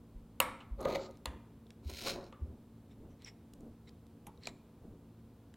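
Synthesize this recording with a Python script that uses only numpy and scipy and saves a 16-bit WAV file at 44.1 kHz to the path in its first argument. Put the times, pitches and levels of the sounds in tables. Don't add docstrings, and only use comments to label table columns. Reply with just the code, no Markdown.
import sys
import numpy as np
from scipy import signal
from scipy.fft import rfft, irfft
from scipy.io import wavfile
from scipy.ndimage import uniform_filter1d

SR = 44100
rng = np.random.default_rng(int(sys.argv[2]) if len(sys.argv) > 2 else 0)


def unload_audio(sound):
    columns = np.transpose(np.atleast_2d(sound))
    steps = np.round(np.clip(columns, -1, 1) * 32767)
    wavfile.write(sys.argv[1], SR, steps.astype(np.int16))


N = 245240
T = np.arange(N) / SR
TOP_HZ = 15900

# start in seconds, level in dB, tilt in dB per octave, #
# treble edge in Hz, chatter decay in seconds, frequency ratio of the metal modes, relative send to the room in
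# dB, # sprung part in Hz, its level in dB, its buzz decay in seconds.
SNAPS = [(0.4014, -28, -0.6, 16200, 0.0016, 1.0, 1.5, 2660, -28, 0.0011),
         (0.6039, -55, -2, 5470, 0.014, 0.97, -3, 2850, -59, 0.012),
         (0.7967, -50, -9.5, 12000, 0.0054, 1.0, 14, 1170, -55, 0.011),
         (0.8544, -31, -9, 11000, 0.00053, 0.97, 2, 563, -29, 0.024),
         (1.2565, -41, -0.23, 8840, 0.0015, 0.95, 0, 4000, -44, 0.0018),
         (2.0701, -40, -2.5, 11920, 0.0036, 1.0, -1, 4100, -44, 0.0026),
         (2.325, -51.5, -4.5, 6400, 0.0029, 0.96, -0.5, 1207, -53, 0.039),
         (4.2672, -59, -0.2, 13060, 0.0055, 0.84, -5.5, 900, -51, 0.03),
         (4.4717, -51, -1, 8900, 0.00099, 1.0, -7, 2410, -43.5, 0.0017)]
# frequency in Hz before the snap's frequency ratio, width in Hz of the
# sharper of two resonators, relative level in dB.
METAL_MODES = [(536.3, 52, -7), (955, 41, -8.5), (1114, 120, -7.5), (1276, 60, -10.5), (1470, 100, -12.5),
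               (2180, 590, -11.5), (2776, 200, -7.5), (3200, 490, -12), (3890, 780, -12), (4260, 870, -9.5),
               (6730, 300, -13), (7870, 400, -7), (10600, 1100, -5), (13960, 450, -2)]
# frequency in Hz, relative level in dB.
CRACK_COLOUR = [(100, 1), (250, 3.5), (600, 4), (1300, 2.5), (1800, -0.5), (3000, 2.5), (5800, -10.5),
                (8000, -11.5), (11000, -6), (15500, -10.5)]
PART_Q, PART_TO_ROOM_DB = 6.5, -5
RINGS_TO_ROOM_DB, CRACK_TO_ROOM_DB = -0.5, 3.5


def snaps():
    near, spread = np.zeros(N), np.zeros(N)
    t = T[:SR // 4]
    for (s, snap_db, tilt_db, edge_hz, chatter_s, frequency_ratio, open_db,
         part_hz, part_db, buzz_s) in SNAPS:
        spectrum = snap_colour(snap_db, tilt_db, edge_hz)
        force = contact(chatter_s, rattle=4.3)
        rings = metal_rings(force, frequency_ratio, spectrum)
        crack = broad_crack(chatter_s, spectrum, t)
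        add(near, s, rings + crack)
        sprung = undb(part_db) * part(contact(buzz_s, rattle=2.7), part_hz, part_hz / PART_Q)
        add(near, s + .0008, sprung)
        unbeamed = signal.lfilter(*signal.butter(1, 2600, fs=SR), rings + undb(PART_TO_ROOM_DB) * sprung)
        to_room = undb(RINGS_TO_ROOM_DB) * unbeamed + undb(CRACK_TO_ROOM_DB) * crack
        add(spread, s, undb(open_db) * to_room)
    return near, spread


def metal_rings(force, frequency_ratio, spectrum):
    rings = 0
    for k, (hz, width_hz, db) in enumerate(METAL_MODES):
        hz = hz * frequency_ratio
        mode = ring(ring(force, hz, width_hz), hz, hz * 0.27)
        level = undb(db + on_log(hz, spectrum))
        rings = rings + (-1) ** k * level * blow(mode)
    return rings


def broad_crack(chatter_s, spectrum, t):
    settle = slips(rate=1500, scatter_db=4.5)[:len(t)] * np.exp(-t / 0.022)
    crack = blow(contact(chatter_s, rattle=1.9)) + undb(-7.5) * blow(settle)
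    shaped = blow(colour(np.roll(crack, 20), CRACK_COLOUR))
    return undb(-3.0) * colour(shaped, spectrum) * (t < .125)


TILT_PIVOT_HZ = 600


def snap_colour(db, tilt_db, edge_hz):
    hz = np.geomspace(TILT_PIVOT_HZ, TOP_HZ, 24)
    fall = 10 * np.log10(1 + (hz / edge_hz) ** 8)
    level = db + tilt_db * np.log2(hz / TILT_PIVOT_HZ) - fall
    return list(zip(hz, level))


# start in
# seconds, level in dB, centre in Hz, width in Hz # of the sharper of two resonators.
TICKS = [(0.807, -62, 7000, 7000), (0.813, -59.5, 9000, 7000), (0.829, -65, 6000, 6940),
         (0.89, -65, 4500, 6000), (1.1099, -70, 6460, 6000), (1.1718, -71, 4420, 4930),
         (1.2558, -56, 13900, 2500), (1.471, -74, 910, 602), (1.667, -71.5, 3500, 1400),
         (1.7054, -60.5, 3110, 2800), (1.8997, -56.5, 4500, 5000), (2.0227, -50, 3800, 4000),
         (2.242, -64.5, 4500, 2500), (3.2212, -65, 3180, 4000), (3.2467, -51.5, 5390, 598),
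         (3.536, -63, 5000, 4970), (3.607, -72.5, 6970, 6970), (3.8928, -65, 3980, 2990),
         (4.067, -74, 4500, 4010), (4.269, -59, 11170, 600), (4.3749, -71.5, 4130, 1000),
         (4.4352, -58.5, 4120, 599), (4.4560, -50.5, 4070, 450), (4.4705, -46.5, 4270, 705),
         (4.4716, -49, 7270, 900), (4.4721, -46.5, 580, 179), (4.473, -51, 960, 90),
         (5.5406, -65, 2790, 2550)]
TICK_CHATTER_S = 0.0014
OVERTONE_RATIO, OVERTONE_DB = 1.8, -17.5


def ticks():
    out = np.zeros(N)
    for s, db, hz, width_hz in TICKS:
        force = contact(TICK_CHATTER_S, rattle=2.7)[:SR // 12]
        overtone = undb(OVERTONE_DB) * part(force, hz * OVERTONE_RATIO, width_hz)
        add(out, s, undb(db) * (part(force, hz, width_hz) + overtone))
    return out


# time in seconds, relative body level in dB, relative grit level in dB.
PUSH = [(0.78, -57.5, -76), (0.812, -39, -56.5), (0.848, -41, -55.5), (0.854, -33.5, -44),
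        (0.864, -31.5, -56.5), (0.9, -34.5, -46), (0.962, -37.5, -45.5), (0.976, -40.5, -57),
        (1.058, -49, -68), (1.09, -48, -75.5), (1.16, -75, -72)]
# frequency in Hz, width in Hz of the sharper resonator,
# relative level in dB.
PUSH_BODY = [(345, 25, -11), (374, 14, -1), (418, 14, -3), (524, 20, -5), (548, 16, 2), (613, 18, -4),
             (680, 60, -11), (847, 16, -8), (925, 30, -12), (1033, 40, -11), (1135, 40, -16),
             (1223, 16, -10)]
# frequency in Hz, relative level in dB.
PUSH_GRIT = [(820, -41), (1400, -4), (1730, -5), (2070, 5), (2220, 4), (2760, -5.5), (3250, -6),
             (4130, 1.5), (4680, -8), (5550, -16), (6440, -9.5), (8260, -26), (9000, -45), (11700, -54),
             (19800, -120)]


def push_frame():
    return drag(PUSH, PUSH_BODY, PUSH_GRIT, rate=1800, scatter_db=2, grip_db=4.0,
                body_db=0, grit_db=-0.5, fine_db=-8.5, dulling_db_per_s=30, rub_db=-11.5)


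# time in seconds, relative body level in dB, relative grit level in dB.
TURN = [(1.82, -77.5, -87.5), (1.852, -65.5, -66.5), (1.882, -76, -65.5), (1.894, -55, -58),
        (1.98, -66.5, -52), (2.06, -39.5, -43), (2.072, -38.5, -40), (2.094, -47.5, -39),
        (2.158, -41.5, -52), (2.176, -45, -62), (2.278, -59, -70), (2.31, -62, -73)]
# frequency in Hz, width in Hz of the first of two resonators (the
# second is half the frequency wide), relative level in dB.
TURN_BODY = [(375.5, 36, 4), (429, 24, -0.5), (558, 100, 3.5), (690, 150, 0.5), (835, 105, -9.5),
             (958, 41, -4.5), (1343, 210, -8), (1610, 1400, -16.5)]
# frequency in Hz, relative level in dB.
TURN_GRIT = [(710, -16), (1200, -43), (1360, -6), (1720, -12.5), (2240, -1.5), (2810, -4), (3140, -2.5),
             (3410, -7.5), (4070, 3.5), (4620, -5), (5430, -3), (5900, -10.5), (6700, -6.5), (7730, -21),
             (9000, -17), (11700, -61), (19800, -120)]


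def turn_frame():
    return drag(TURN, TURN_BODY, TURN_GRIT, rate=2600, scatter_db=3.5, grip_db=3,
                body_db=-1, grit_db=0.5, fine_db=-1, dulling_db_per_s=31, rub_db=-6.5)


# frequency in Hz, relative level in dB.
FINE_GRIT = [(6000, -19), (8500, -3.5), (10500, -3), (12500, 4), (14500, -10), (16000, 4.5)]
# frequency in Hz, relative level in dB.
RUB_COLOUR = [(70, -4.5), (130, -9), (220, 0.5), (310, -6.5), (430, -9), (800, -23), (1500, -40.5),
              (3000, -53)]


def drag(curve, modes, grit_colour, rate, scatter_db, grip_db,
         body_db, grit_db, fine_db, dulling_db_per_s, rub_db):
    s, *columns = np.transpose(curve)
    inside = uniform_filter1d(1. * (T > s[0]) * (T < s[-1]), SR // 100)
    body_gain, grit_gain = (inside * undb(np.interp(T, s, column)) for column in columns)
    fine_gain = grit_gain * undb(fine_db - dulling_db_per_s * np.maximum(T - s[0], 0))
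    grip = unit(undb(grip_db * np.clip(walk(220), -1.7, 1.7)))
    jerks = grip * unit(slips(rate, scatter_db) + 0.54 * rng.standard_normal(N))
    body = unit(sum(undb(db) * unit(ring(ring(jerks, hz, width_hz), hz, hz * .5))
                    for hz, width_hz, db in modes))
    grit = unit(colour(jerks, grit_colour))
    fine = unit(colour(jerks, FINE_GRIT))
    rub = unit(colour(rng.standard_normal(N), RUB_COLOUR))
    judder = body_gain * (undb(body_db) * body + undb(rub_db) * rub)
    return judder + undb(grit_db) * grit_gain * grit + fine_gain * fine


# middle in seconds, spread in seconds, level of the rub in dB, rubbed part in Hz.
SCUFFS = [(2.917, 0.011, -72.5, 3700), (3.118, 0.013, -77, 5950), (3.225, 0.018, -70.5, 3990),
          (3.276, .014, -54, 5340), (3.883, 0.008, -64, 3970), (4.448, 0.017, -60, 4150),
          (4.485, 0.01, -55, 3950)]
# frequency in Hz, relative level in dB.
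SCUFF_COLOUR = [(900, 0), (1500, -1.5), (2050, 12), (2700, 3), (3500, 3.5), (4400, -4), (4900, -7),
                (5500, 3), (6200, -11.5), (7600, -3), (8600, -13), (9500, -17), (14000, -25)]
# middle in seconds, spread in seconds, level in dB.
SKIM = [(1.025, 0.031, -57.5), (1.062, 0.0078, -65)]
# frequency in Hz, relative level in dB.
SKIM_COLOUR = [(2500, -6), (3600, -4), (4200, 2), (5300, -3), (6300, -9), (7500, -4.5), (8500, -32),
               (12000, -37)]
SCUFF_TILT_DB = 1
SCUFF_RING_DB, SCUFF_RING_WIDTH_HZ = -4.5, 520


def scuffs():
    jerks = slips(rate=6000, scatter_db=5)
    octaves = np.log2(np.clip(np.fft.rfftfreq(N, 1 / SR), 1500, 9000))
    tilted = rfft(colour(jerks, SCUFF_COLOUR)) * undb(SCUFF_TILT_DB * octaves)
    rub = unit(irfft(tilted, N))
    out = swells(SKIM) * unit(colour(slips(rate=7600, scatter_db=7), SKIM_COLOUR))
    for *stroke, hz in SCUFFS:
        singing = unit(part(jerks, hz, SCUFF_RING_WIDTH_HZ))
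        out += swells([stroke]) * (rub + undb(SCUFF_RING_DB) * singing)
    return out


# start in seconds, envelope peak in dB, frequency in Hz.
BUMPS = [(0.15, -41.5, 39), (0.394, -50, 61.6), (0.709, -33, 49.7), (1.268, -37.5, 64),
         (1.852, -33.5, 70.9), (2.412, -31.5, 73)]
# middle in seconds, spread in seconds, level in dB.
RUBS = [(1.33, 0.047, -55.5), (2.5, 0.07, -54.5), (3.05, 0.062, -55), (3.645, 0.051, -51),
        (4.28, 0.019, -55), (4.49, 0.037, -54.5), (4.88, 0.058, -53.5)]
BUMP_RISE_S = 0.018
REBOUND_S, REBOUND_DB = 0.0632, -10


def bench():
    out = swells(RUBS) * unit(colour(rng.standard_normal(N), RUB_COLOUR))
    t = T[:SR // 3]
    swing = (t / BUMP_RISE_S * np.exp(1 - t / BUMP_RISE_S)) ** 2
    for s, db, hz in BUMPS:
        bump = undb(db) * swing * np.sin(2 * np.pi * hz * t)
        add(out, s, bump)
        add(out, s + REBOUND_S, undb(REBOUND_DB) * bump)
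    return out


# mean frequency in Hz, relative level in dB.
HUM = [(113.0, -63), (166.9, -66), (226.1, -61), (279.9, -69), (473.7, -76), (699.8, -83.5), (920.5, -87.5)]
# frequency in Hz, relative level in dB.
AIR = [(20, -15.5), (36, -15), (55, 0.5), (95, 0.5), (160, -6.5), (250, -4.5), (480, -13), (700, -21),
       (1000, -22), (1900, -33.5), (3600, -35), (6000, -41.5), (15800, -41.5)]
AIR_DB = -59.5


def background():
    hum = 0
    for hz, db in HUM:
        level = undb(db + 1.7 * walk(9.5))
        phase = 2 * np.pi * np.cumsum(hz + 1.2 * walk(6)) / SR
        hum = hum + level * np.sin(phase)
    air = unit(colour(rng.standard_normal(N), AIR))
    return undb(0.5) * hum + undb(AIR_DB) * air


# frequency in Hz, time to fall by 60 dB in seconds.
ROOM_T60 = [(150, 1), (500, 0.5094), (1250, 0.6), (2500, 0.49), (8000, 0.403), (15000, 0.2)]
# frequency in Hz, relative level in dB.
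ROOM_COLOUR = [(100, -1.5), (500, -5), (1300, -2), (2200, -3.5), (3200, -7), (5500, -10), (8500, -4),
               (14000, -11)]


def room(x, early_db, late_db):
    t = T[:int(.8 * SR)]
    hz, s, cells = signal.stft(rng.standard_normal(len(t)), SR, nperseg=256)
    decay = np.exp(-np.log(1000) * s / on_log(hz, ROOM_T60)[:, None])
    tail = signal.istft(cells * decay, SR)[1][:len(t)]
    tail = tail * np.clip(t / .015, 0, 1)
    early = rng.standard_normal(len(t)) * (t > .003) * (t < .028) * np.exp(-t / 0.11)
    response = undb(early_db) * early / np.linalg.norm(early) + undb(late_db) * tail / np.linalg.norm(tail)
    return signal.fftconvolve(x, colour(response, ROOM_COLOUR)[:int(.7 * SR)])[:N]


def contact(chatter_s, rattle):
    t = T[:SR // 4]
    chatter = unit(rng.standard_normal(len(t))) * np.exp(-t / chatter_s)
    force = rattle * chatter / np.sqrt(chatter_s * SR / 2)
    force[0] += 1
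    return force


def slips(rate, scatter_db):
    happens = rng.random(N) < rate / SR
    size = undb(scatter_db * np.clip(rng.standard_normal(N), -2, 2))
    return unit(happens * size * rng.choice([-1, 1], N))


def part(force, hz, width_hz):
    return blow(ring(ring(force, hz, width_hz), hz, 2 * width_hz))


def ring(x, hz, width_hz):
    q = hz / min(width_hz, SR / 4)
    return signal.lfilter(*signal.iirpeak(min(hz, SR * .45), q, fs=SR), x)


def colour(x, points):
    gain = undb(on_log(np.fft.rfftfreq(len(x), 1 / SR), points))
    return irfft(rfft(x) * gain, len(x))


def on_log(hz, points):
    f, value = np.transpose(points)
    return np.interp(np.log(np.maximum(hz, 1)), np.log(f), value)


def walk(rate):
    size = max(int(SR / rate), 1)
    steps = np.repeat(rng.standard_normal(N // size + 1), size)
    return unit(uniform_filter1d(steps, size)[:N])


def swells(rows):
    return np.sqrt(sum(undb(db) ** 2 * np.exp(-((T - s) / spread) ** 2) for s, spread, db in rows))


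def blow(x):
    return x / np.sqrt(np.sum(x ** 2) / (SR / 100))


def unit(x):
    return x / np.sqrt(np.mean(x ** 2) + 1e-30)


def undb(db):
    return 10 ** (np.asarray(db) / 20)


def add(out, s, x):
    i = int(s * SR)
    out[i:i + len(x)] += x[:N - i]


def scene():
    push = push_frame()
    turn = turn_frame()
    hits, spread = snaps()
    friction = ticks() + push + turn + scuffs()
    mid = hits + friction
    mid = mid + room(spread, early_db=-4.5, late_db=-4.5)
    mid = mid + room(friction, early_db=-9.5, late_db=-15.5)
    mid = mid + bench() + background()
    side_room = room(hits + friction, early_db=-47.5, late_db=-42.5)
    side = colour(side_room, [(500, -32), (2500, -25), (6000, -1.0), (14000, 3.5)])
    side_noise = colour(rng.standard_normal(N), [(200, -21), (2000, -6), (10000, 6.5)])
    side = side + undb(-86.5) * side_noise
    return np.array([mid + side, mid - side])


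def record(dry):
    return signal.sosfilt(signal.ellip(10, .2, 70, TOP_HZ, fs=SR, output="sos"), dry)


dry = scene()
out = record(dry)
unload_audio(out)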